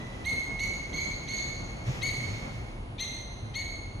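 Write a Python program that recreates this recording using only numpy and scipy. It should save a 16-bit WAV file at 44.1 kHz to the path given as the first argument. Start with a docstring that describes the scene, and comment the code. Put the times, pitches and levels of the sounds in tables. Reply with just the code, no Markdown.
"""Squeaky bird in a courtyard

A bird gives seven short calls between apartment blocks, whose walls echo each one. Every call
scoops up from a low rasp to a shrill held note, a whistle under rough overtones, and drops at
its end. Distant traffic rumbles throughout, with a few dull thumps and a short hiss midway."""
import sys
import numpy as np
from scipy import signal
from scipy.fft import rfft, irfft, next_fast_len
from scipy.io import wavfile
from scipy.ndimage import map_coordinates

SR = 44100
rng = np.random.default_rng(int(sys.argv[2]) if len(sys.argv) > 2 else 0)


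def waveform_to_disk(signal):
    """Save audio, clipped to [-1, 1], as 16-bit WAV at the path in sys.argv[1]."""
    frames = np.transpose(np.atleast_2d(signal))
    scaled = np.clip(frames, -1, 1) * 32767
    samples = np.round(scaled).astype(np.int16)
    wavfile.write(sys.argv[1], SR, samples)


N = 176400

# Tone colours of the road's rumble, roar, hiss and thump noise: freq_hz, level_db
RUMBLE_EQ = [(24, -59), (30, 3), (34, 3), (46, 0.5), (70, -0.5), (110, -0.5), (160, -11.5), (250, -10),
             (400, -15.5), (800, -16.5), (1500, -26), (3000, -28.5), (6000, -44.5), (9000, -50.5),
             (10500, -39.5), (11600, -63), (12400, -66), (15000, -78)]
ROAR_EQ = [(60, -31), (130, 8), (350, -1), (600, -4.5), (1200, -7.5), (2500, -19), (6000, -70)]
HISS_EQ = [(900, -22), (2000, 15.5), (4500, 1.5), (6500, 3), (8500, -16), (12000, -13.5), (15000, -51)]
THUMP_EQ = [(50, -20), (110, 8), (180, 0), (300, -10), (800, -17.5), (1600, -22), (5000, -120)]
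# Stereo image of the road: freq_hz, correlation
ROAD_IMAGE = [(30, 1), (130, 0.94), (300, 0.79), (700, 0.13), (1500, -0.61), (3000, -0.67), (8000, 1)]
# One brief swell of road noise: time_s, roar_db, hiss_db
ROAD_SWELL = [(1.499, -45, -53), (1.844, -47, -55.5), (1.875, -44.5, -44.5), (1.96, -39.5, -44),
              (2.119, -45.5, -50), (2.33, -43.5, -45.5), (2.5, -42, -50.5), (2.75, -53, -59), (3, -79, -90)]
# Dull thumps from the road: start_s, level_db, length_s
ROAD_THUMPS = [(1.59, -37, 0.081), (1.863, -27.5, 0.051), (1.981, -35.5, 0.14), (2.128, -37.5, 0.18),
               (2.251, -33.5, 0.11), (2.51, -39, 0.16), (3.419, -36.5, 0.079), (3.926, -38.5, 0.083)]

# Slaps off the walls: delay_s, level_db, left_over_right_db
WALL_ECHOES = [(.036, -5.5, -0.5), (.075, -8, 0.5), (.108, -9.5, 0.5), (.138, -8.5, 2), (.178, -14, 4),
               (.2, -15.5, -2)]
# Decay of the courtyard's tail: freq_hz, t60_s
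TAIL_DECAY = [(200, 13.5), (2200, 1.47), (4400, 1.48), (6500, 1.41), (9000, 1.07), (14000, 0.4)]
# Balance of that tail: freq_hz, left_over_right_db
TAIL_PAN = [(2200, -4.5), (4000, 0), (12000, -0.5)]
# Stereo image of the slaps and the tail: freq_hz, correlation
YARD_IMAGE = [(2200, -0.055), (4400, -0.12), (6500, 0.99), (12000, 0.63)]

# Resonances of the bird's throat and beak: freq_hz, gain_db
THROAT_EQ = [(600, -50), (1450, -27), (1850, 0.5), (2060, 0.5), (2160, 5), (2250, -5.5), (2330, -2),
             (2500, -13.5), (3000, -11), (3450, -10.5), (4000, -9.5), (4450, -11), (4750, -75),
             (5500, -24.5), (6100, -12), (6700, -13), (7050, -69), (7700, -23.5), (8400, -23.5),
             (8800, -34), (9200, -37), (9800, -23), (10600, -28), (11200, -42.5), (12000, -25),
             (12800, -34.5), (13500, -35), (15500, -50)]
# The calls (the first comes before the start, so only its tail is heard): start_s, rasp_s, note_s,
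# pitch_hz, level_db, second_harmonic_db, third_harmonic_db, top_harmonics_db, hoarse_db,
# direct_db, left_over_right_db
BIRD_CALLS = [ (-.42, 0.0089, 0.054, 2020, -28, -4, -4, -4, -6.5, 6, 0),
              (.242, .010, .084, 2180, -28.5, -4, -6, -2, -18, -2, -6.5),
              (.587, 0.0084, 0.071, 2217, -27, -4.5, -2, -3, -15.5, -0.5, -2.5),
              (.926, .009, 0.077, 2241, -26, -2, -0.5, -5.5, -25, -6.5, -3.5),
              (1.272, .012, .11, 2208, -33, 4.5, 4.5, -1.5, -21, -4.5, -3),
              (2.012, 0.013, .078, 2231, -26.5, 0, -1.5, 0.5, -21.5, 0.5, 5),
              (2.979, .02, 0.057, 2120, -37, 8, 8.5, 1, -13.5, 2, 3.5),
              (3.538, 0.013, 0.079, 2218, -34, 2.5, 0, -1.5, -20, 2.5, 4.5)]

TOP_HZ = 15500


def amp(db):
    """Decibels to gain."""
    return 10 ** (np.asarray(db) / 20)


def along(points, hz):
    """Read a curve of (frequency, value) points on a log frequency axis."""
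    freqs, values = np.transpose(points)
    return np.interp(np.log(hz + 1), np.log(freqs + 1), values)


def wobble(rate, size=N):
    """A smooth random curve with `rate` knots a second."""
    return map_coordinates(rng.standard_normal(4096), [np.arange(size) * rate / SR + 2], mode="wrap")


def pan(db):
    """Stereo gains with the left side db above the right."""
    return amp(np.array([[db], [-db]]) / 2)


def noise(eq, image, size=N):
    """Stereo noise of rms 1, coloured by eq, with the left-right correlation given by image."""
    hz = np.fft.rfftfreq(size, 1 / SR)
    width = np.arccos(np.clip(along(image, hz), -1, 1)) / 2
    coloured = rfft(rng.standard_normal((2, size))) * amp(along(eq, hz))
    mid, side = irfft(coloured * [np.cos(width), np.sin(width)], size)
    stereo = np.array([mid + side, mid - side])
    return stereo / np.sqrt(np.mean(stereo ** 2) + 1e-20)


def add(out, sound, start_s):
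    """Mix a sound in at start_s, trimming what falls outside."""
    i = round(start_s * SR)
    sound = sound[:, max(-i, 0):max(out.shape[1] - i, 0)]
    out[:, max(i, 0):max(i, 0) + sound.shape[1]] += sound


def traffic():
    """A steady bed of far rumble, with a roar and a hiss that swell midway."""
    times, roar_db, hiss_db = np.transpose(ROAD_SWELL)
    t = np.arange(N) / SR
    bed = amp(-40.5 + 0.49 * wobble(4.52)) * noise(RUMBLE_EQ, ROAD_IMAGE)
    roar = amp(np.interp(t, times, roar_db) + 2.4 * wobble(22.08)) * noise(ROAR_EQ, ROAD_IMAGE)
    hiss = amp(np.interp(t, times, hiss_db) + 0.46 * wobble(23.44)) * noise(HISS_EQ, ROAD_IMAGE)
    return bed + roar + hiss


def thumps(pitch_hz=112.1, wander=0.12, rush_db=-6.5):
    """Soft low booms, each a swell of one unsteady resonance in a broad dull rush."""
    out, size = np.zeros((2, N)), SR // 2
    t = np.arange(size) / SR
    for start_s, level_db, length_s in ROAD_THUMPS:
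        phase = 2 * np.pi * np.cumsum(pitch_hz * (1 + wander * wobble(61, size))) / SR
        boom = np.sin(phase) + amp(rush_db) * noise(THUMP_EQ, ROAD_IMAGE, size)
        age = 2 * t / length_s
        swell = 2 * age * np.exp(-age ** 2 / 2)
        add(out, pan(-0.2) * amp(level_db) * swell * boom, start_s)
    return out


def from_the_right(road, lag_s=0.00025, corner_hz=1200):
    """The road lies to the right, so its lows reach the left side later."""
    left, right = road
    hz = np.fft.rfftfreq(N, 1 / SR)
    delay_s = lag_s / (1 + (hz / corner_hz) ** 4)
    return np.array([irfft(rfft(left) * np.exp(-2j * np.pi * hz * delay_s), N), right])


def scatter(call, response):
    """Smear a call through a stereo response, keeping its energy."""
    wet = signal.fftconvolve(call[None], response, axes=1)
    return wet * np.sqrt(2 * np.sum(call ** 2) / np.sum(wet ** 2))


def courtyard(call, tail_db=2, build_s=0.018, blur_s=0.0036):
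    """Wall slaps, blurred by facades and foliage, and a diffuse tail that loses its treble first."""
    flat_eq = [(1000, 0)]
    hz, t, wash = signal.stft(noise(flat_eq, YARD_IMAGE, 2 * SR), SR, nperseg=256)
    fade = amp(-60 * t / along(TAIL_DECAY, hz)[:, None]) * (1 - np.exp(-t / build_s))
    sides = amp(np.outer([.5, -.5], along(TAIL_PAN, hz)))[:, :, None]
    _, tail = signal.istft(wash * fade * sides, SR, nperseg=256)
    wet = amp(tail_db) * scatter(call, tail)
    blur = np.exp(-np.arange(SR // 20) / SR / blur_s)
    for delay_s, level_db, side_db in WALL_ECHOES:
        slap = scatter(call, blur * noise(flat_eq, YARD_IMAGE, len(blur)))
        add(wet, amp(level_db) * pan(side_db) * slap, delay_s)
    return wet


def squeak(rasp_s, note_s, pitch_hz, second_db, third_db, top_db, hoarse_db):
    """One call: whistle, breath and rough overtones; at first the period triples, making the rasp."""
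    attack_s, clear_s, break_s, release_s = 0.0065, 0.006, 0.011, 0.0072
    size = SR // 4
    t = np.arange(size) / SR
    end_s = rasp_s + note_s
    note_age, to_end = np.maximum(t - rasp_s, 0), np.minimum(t - end_s, 0)
    rasp = .5 - .5 * np.tanh((t - rasp_s) / clear_s)  # falls to 0 as the voice clears
    breakup = np.exp(to_end / break_s)  # rises to 1 as the note ends

    scoop = 1 - .175 / (1 + np.exp((t - rasp_s) / .0058))
    climb = 1 + 0.369 * (to_end + note_s / 2)
    drop = 1 - 0.199 * np.exp(to_end / 0.00708)
    arch_hz = pitch_hz * scoop * climb * drop

    # The steady whistle swells in after the overtones and fades in the breakup.
    whistle_db = along(THROAT_EQ, arch_hz) - 9 * np.exp(-note_age / 0.019) - 22 * breakup
    whistle_hz = arch_hz * (1 + .004 * wobble(151, size))
    whistle = amp(whistle_db) * np.sin(2 * np.pi * np.cumsum(whistle_hz) / SR)

    jitter = .011 + .045 * rasp + .05 * breakup
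    rough_hz = arch_hz * (1 + jitter * wobble(501.2, size))
    phase = 2 * np.pi * np.cumsum(rough_hz) / SR
    overtone_eq = [(2300, 0.0047), (3600, second_db), (4600, second_db),
                   (5900, third_db), (6900, third_db), (8000, top_db)]
    bite_db = 6 * np.exp(-note_age / 0.011)  # overtones get an early lift
    dull_db = 9.5 * rasp + 10 * breakup  # loss per harmonic above the second
    breath = amp(second_db - 21.5) * noise(THROAT_EQ, [(1000, 0.78)], size)[0]
    voice = np.sqrt(2) * whistle + breath
    for harmonic in np.arange(4, 22) / 3:
        hz = harmonic * rough_hz
        db = along(THROAT_EQ, hz) + along(overtone_eq, hz) + bite_db - dull_db * max(harmonic - 2, 0)
        if harmonic % 1:  # partials between the harmonics carry the rasp and hoarseness
            gain = (amp(-3.5) * rasp + amp(hoarse_db)) * amp(5 * wobble(303, size))
        else:  # higher harmonics shimmer more
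            gain = amp(1.1 * harmonic * wobble(199.3, size))
        partial = np.sin(harmonic * phase + rng.uniform(0, 2 * np.pi)) * (hz < TOP_HZ)
        voice += np.sqrt(2) * gain * amp(db) * partial

    body = amp(-15.5 * rasp - 3 * (1 - rasp))  # a quiet rasp opens into the loud note
    gate = np.clip(t / attack_s, 0, 1) * np.clip((end_s - t) / release_s, 0, 1)
    return voice * body * gate


def bird():
    """The calls: the direct sound varies as the bird turns, and the courtyard always answers."""
    out = np.zeros((2, N))
    for start_s, rasp_s, note_s, pitch_hz, level_db, *timbre, direct_db, side_db in BIRD_CALLS:
        call = amp(level_db) * squeak(rasp_s, note_s, pitch_hz, *timbre)
        add(out, amp(direct_db) * pan(side_db) * call, start_s)
        add(out, courtyard(call), start_s)
    return out


def scene():
    """The bird up front, the road far behind it."""
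    return bird() + from_the_right(traffic() + thumps())


def record(dry):
    """A brick-wall high cut on the mix at TOP_HZ."""
    size = next_fast_len(N + SR // 2)
    passband = np.fft.rfftfreq(size, 1 / SR) < TOP_HZ
    return irfft(rfft(dry, size) * passband, size)[:, :N]


dry = scene()
out = record(dry)
waveform_to_disk(out)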